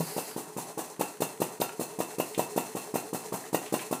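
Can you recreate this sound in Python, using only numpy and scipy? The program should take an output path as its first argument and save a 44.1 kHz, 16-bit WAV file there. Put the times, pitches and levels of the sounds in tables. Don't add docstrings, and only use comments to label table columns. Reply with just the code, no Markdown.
import sys
import numpy as np
from scipy import signal
from scipy.fft import rfft, irfft
from scipy.io import wavfile

SR = 44100
rng = np.random.default_rng(int(sys.argv[2]) if len(sys.argv) > 2 else 0)


def bounce(signal):
    frames = np.transpose(np.atleast_2d(signal))
    limited = np.clip(frames, -1, 1)
    pcm = np.round(limited * 32767).astype(np.int16)
    wavfile.write(sys.argv[1], SR, pcm)


N = 176400
T = np.arange(N) / SR
TURN_S, FULL_POP_DB = .19, -14


def undb(db):
    return 10 ** (np.asarray(db) / 20)


def unit(x):
    return x / np.sqrt(np.mean(x ** 2))


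def noise(colour, rings=()):
    f = np.arange(N // 2 + 1) * SR / N + 1e-3
    hz, db = np.array(colour).T
    gain = undb(np.interp(np.log(f), np.log(hz), db))
    lift = 1 + sum(undb(peak) / (1 + (2 * (f - centre) / width) ** 2) for centre, width, peak in rings)
    return unit(irfft(rfft(rng.standard_normal(N)) * gain * lift, N))


def walk(rate_hz):
    knots = rng.standard_normal(4096)
    return np.interp(T * rate_hz, np.arange(len(knots)), knots)


def age(start):
    return np.maximum(T - start, 0)


def turns():
    starts = np.array(STROKES)[:, 0]
    index = np.maximum(np.searchsorted(starts, T) - 1, 0)
    lengths = np.diff(starts, append=starts[-1] + TURN_S)
    return lengths[index], (T - starts[index]) / TURN_S


def harshness(db_per_s=139):
    length, _ = turns()
    return undb(db_per_s * (length - TURN_S))


def swell(at, spread):
    _, share = turns()
    return np.exp(-((share - at) / spread) ** 2 / 2)


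# f/Hz, level/dB
BACKGROUND = [(30, -51), (167, -4), (426, 0), (497, -5), (953, -4), (1560, -22), (5030, -25), (9390, -15.5),
              (15000, -30)]
def background():
    return undb(-53.5) * noise(BACKGROUND)


def burst(t, hz, rise_hz_per_s, peak_s, sharpness, crest_s, ring=0):
    top_hz = 958 * (1 + .023 * rng.standard_normal())
    pitch = np.minimum(hz + rise_hz_per_s * t, top_hz)
    cycles = np.cumsum(pitch * np.diff(t, prepend=0))
    body = (t / peak_s * np.exp(1 - t / peak_s)) ** sharpness
    tail = ring * (1 - np.exp(-(t / .0037) ** 2)) * np.exp(-t / .0051)
    spike = undb(-5.5) * np.exp(-((t - crest_s) / .00037) ** 2)
    return spike - np.sin(2 * np.pi * cycles) * (body + tail)


# t/s, puff/dB, pop/dB, shutter/dB, piston/dB
STROKES = [(-0.0115, -20, -20, -40.5, -45), (0.1633, -22.5, -20, -37.5, -48),
           (0.3615, -23.5, -27, -40.1, -45), (0.5641, -24, -29, -39, -45),
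           (0.7736, -24.5, -23.5, -38.5, -47), (0.993, -22, -14.5, -37, -45.5),
           (1.2033, -20, -13.5, -33.5, -45.3), (1.4007, -22.5, -13, -36, -44),
           (1.5994, -22.5, -13.5, -36, -46), (1.7935, -22.0, -21, -36.5, -45.6),
           (1.9864, -24, -16, -37.5, -44), (2.1826, -22.5, -14.5, -37, -45),
           (2.3762, -19.0, -12.3, -35, -43.5), (2.5602, -20.5, -13, -37, -42.5),
           (2.7496, -21.5, -23.5, -39.5, -44.0), (2.939, -20, -15.5, -36.5, -45),
           (3.1287, -22, -21.5, -37.5, -43.5), (3.3218, -20.5, -23.5, -38, -44.0),
           (3.5284, -21.5, -12.0, -35, -45), (3.7231, -19.5, -13.2, -35, -41),
           (3.9094, -21, -16, -38.5, -45)]
# f/Hz, level/dB
BARK = [(100, -10), (200, 2), (350, 3), (550, -5), (800, 2), (1020, 0), (1400, -14), (2000, -21),
        (4000, -26)]
def chugs(pop_delay_s=.0162, puff_crest_s=.00328, pop_crest_s=.0022, base_hz=147):
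    out, bark = np.zeros(N), np.zeros(N)
    for start, puff_db, pop_db, _, _ in STROKES:
        span = slice(*np.searchsorted(T, [start, start + TURN_S]))
        puff_t = T[span] - start
        stretch = 1 + .018 * (FULL_POP_DB - pop_db)
        pop_t = np.maximum(puff_t - pop_delay_s, 0) / stretch
        puff = burst(puff_t, hz=162.4, rise_hz_per_s=65000, peak_s=.0025, sharpness=3.3,
                     crest_s=puff_crest_s)
        pop = burst(pop_t, hz=199.5, rise_hz_per_s=155400, peak_s=.0016, sharpness=2.96,
                    crest_s=pop_crest_s, ring=undb(-1.5))
        out[span] += undb(puff_db - 1) * puff + undb(pop_db - 3) * pop
        for db, t, crest_s in ((puff_db, puff_t, puff_crest_s),
                               ((puff_db + pop_db) / 2, pop_t, pop_crest_s)):
            rocking = np.sin(2 * np.pi * base_hz * t) * np.exp(-t / .0054)
            out[span] += undb(puff_db - 13.5) * rocking
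            bark[span] += undb(db - 14) * np.minimum(t / crest_s, 1) * np.exp(-t / .018)
    return out + bark * harshness() * noise(BARK)


# f/Hz, level/dB
SHUTTER_HISS = [(700, -3), (1500, -9.5), (3000, -11), (5000, -7.5), (8000, 1), (10000, -1), (12700, -4),
                (15200, -4)]
# f/Hz, width/Hz, level/dB
SLIDE_RINGS = [(2640, 110, 8), (4195, 150, 6), (6160, 120, 1.5), (7420, 70, -3), (9450, 390, -2.5)]
def shutter_scrape(attack_s=.0034, hold_s=.035, decay_s=.024, lag_s_per_db=.00035):
    envelope = np.zeros(N)
    for start, _, pop_db, shutter_db, _ in STROKES:
        t = age(start + .00043 + lag_s_per_db * (FULL_POP_DB - pop_db))
        fade = np.exp(-np.maximum(t - hold_s, 0) / decay_s)
        envelope += undb(shutter_db - 1.24) * np.minimum(t / attack_s, 1) * fade
    return envelope * noise(SHUTTER_HISS, SLIDE_RINGS)


def thud(hz=167.3, decay_s=.016):
    t = age(.0011)
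    return undb(-23.5) * np.sin(2 * np.pi * hz * t) * np.exp(-t / decay_s)


CLACK_DELAY_S = .0183
# f/Hz, level/dB, t60/s
VALVE_MODES = [(1354, -2, 0.14), (1917, 0.5, .05), (2600, -5.5, 0.071), (2652, -3, 0.22), (2740, -2, 0.21),
               (2817, -3, 0.14), (3640, 0, 0.036), (4160, -31, 0.049), (7230, -5, 0.091), (13300, 6, .06),
               (13650, 3, 0.045)]
def valve_clacks(scatter_db=5, detune=.0041):
    out = np.zeros(N)
    for start, _, pop_db, _, _ in STROKES:
        span = slice(*np.searchsorted(T, [start, start + 2 * TURN_S]))
        t = np.maximum(T[span] - start - CLACK_DELAY_S, 0)
        for hz, db, t60 in VALVE_MODES:
            force, offset = rng.standard_normal(2)
            gain = undb(pop_db - 29.5 + db + scatter_db * force)
            fade = np.exp(-np.log(1000) * t / t60)
            out[span] += gain * fade * np.sin(2 * np.pi * hz * (1 + detune * offset) * t)
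    return out


# f/Hz, level/dB
CRACK = [(600, -8), (1250, 5), (2000, -1), (3650, -4.5), (5500, -15)]
# f/Hz, width/Hz, level/dB
SPIT_RING = [(13700, 600, 11)]
def exhaust(direct_s=.0192, reflected_s=.0249, crack_decay_s=.0041, spit_peak_s=.0022):
    crack, spit = np.zeros(N), np.zeros(N)
    for start, _, pop_db, _, _ in STROKES:
        for delay_s, db in ((direct_s, -32.5), (reflected_s, -21.5)):
            t = age(start + delay_s)
            crack += undb(pop_db + db) * (t > 0) * np.exp(-t / crack_decay_s)
        rise = age(start + CLACK_DELAY_S) / spit_peak_s
        spit += undb(pop_db - 21) * rise * np.exp(1 - rise)
    crack *= harshness() * noise(CRACK)
    spit *= undb(3.5 * walk(2000)) * noise(SHUTTER_HISS, SPIT_RING)
    return crack + spit


# f/Hz, level/dB
EARLY_HISS = [(2200, -4.5), (3700, -11), (4600, 2.5), (5900, -9), (10000, -0.5), (15000, -8)]
# t/s, level/dB
EARLY_HISS_LEVEL = [(.01, -48), (.08, -41), (.31, -45), (.38, -54.5)]
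def early_hiss():
    times, db = np.array(EARLY_HISS_LEVEL).T
    return undb(np.interp(T, times, db, right=-np.inf)) * noise(EARLY_HISS)


def rattle(hits_per_s=28, decay_s=.0041):
    hits = (rng.random(N) < hits_per_s / SR) * rng.random(N)
    envelope = signal.lfilter([1], [1, -np.exp(-1 / (decay_s * SR))], hits)
    return undb(-46.5) * envelope * noise(CRACK)


# f/Hz, level/dB
PISTON_HISS = [(700, -2.5), (1400, -9), (1850, 1), (2700, -10), (5000, -5.5), (8000, 1), (10000, -2.5),
               (12700, -6.5), (15200, -8)]
def piston_rub():
    starts, *_, piston_db = np.array(STROKES).T
    db = np.interp(T, starts + TURN_S / 2, piston_db) - 2.73 + 2.7 * walk(45)
    return undb(db) * swell(at=.57, spread=.3) * noise(PISTON_HISS, SLIDE_RINGS)


# f/Hz, level/dB
RUSH = [(60, -27), (110, -14.5), (170, -1), (300, -3), (450, -3.5), (750, 2), (980, -1), (1300, -10),
        (2000, -23), (5000, -36)]
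def intake(hum_top_hz=433):
    length, share = turns()
    rush = undb(-47 + 2 * walk(30.08)) * swell(at=.58, spread=.18) * noise(RUSH)
    pitch = (hum_top_hz - 602 * (share - .85) ** 2) * (1 + .03 * walk(150))
    hum = np.sqrt(2) * np.sin(2 * np.pi * np.cumsum(pitch) / SR)
    hum_db = -46 - 244 * (length - TURN_S) + 2.3 * walk(80)
    return rush + undb(hum_db) * swell(at=.78, spread=.16) * hum


# t/s, level/dB, f/Hz, width/Hz, decay/s
TICKS = [(.899, -46, 6900, 6000, 0.013), (1.614, -26.5, 4200, 3000, 0.0037),
         (1.692, -30, 1340, 400, 0.0028), (1.692, -34.5, 2540, 600, 0.003),
         (2.347, -38, 2700, 1700, 0.0083), (3.44, -46, 1850, 400, 0.013), (3.662, -44, 2580, 2500, 0.02),
         (3.791, -39.5, 2190, 2010, 0.023)]
def loose_parts():
    out = np.zeros(N)
    for start, db, hz, width, decay_s in TICKS:
        t = age(start)
        b, a = signal.iirpeak(hz, hz / width, fs=SR)
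        band = signal.lfilter(b, a, rng.standard_normal(N))
        band = signal.lfilter(b, a, band)
        out += undb(db) * (t > 0) * np.exp(-t / decay_s) * unit(band)
    return out


# delay/s, level/dB
ECHOES = [(.0065, -16.5), (0.0243, -15)]
# f/Hz, level/dB, t60/s
TAIL = [(139, -7.5, 0.32), (327, -7, 0.26), (536, -11, 0.33), (1090, -6.5, 0.43), (2700, -5.5, 0.29),
        (7000, -10, 0.4), (14000, -8, 0.23)]
def kitchen(x, onset_s=.005):
    t = T[:SR // 2]
    log_f = np.log(np.arange(len(t) // 2 + 1) * SR / len(t) + 1)
    centres = np.log(np.array(TAIL)[:, 0])
    scatter = np.exp(2j * np.pi * rng.random(len(log_f)))
    response = np.zeros(len(t))
    for weights, (_, db, t60) in zip(np.eye(len(TAIL)), TAIL):
        band = irfft(scatter * np.interp(log_f, centres, weights), len(t))
        fade = np.exp(-np.log(1000) * t / t60) * np.clip(t / onset_s - 1, 0, 1)
        response += undb(db) * unit(fade) * band
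    echoes = sum(undb(db) * np.interp(T - delay, T, x, left=0) for delay, db in ECHOES)
    return x + echoes + signal.fftconvolve(x, response)[:N]


def scene():
    engine = chugs() + thud() + valve_clacks()
    grit = undb(1.5 * walk(900))
    engine += grit * (shutter_scrape() + piston_rub())
    engine += intake() + exhaust() + loose_parts() + rattle()
    return (kitchen(engine) + early_hiss() + background())[None]


def record(dry, low_cut_hz=108, top_hz=15400):
    thin = signal.sosfiltfilt(signal.butter(4, low_cut_hz, "high", fs=SR, output="sos"), dry)
    return signal.sosfilt(signal.ellip(10, .2, 80, top_hz, fs=SR, output="sos"), thin)


dry = scene()
out = record(dry)
bounce(out)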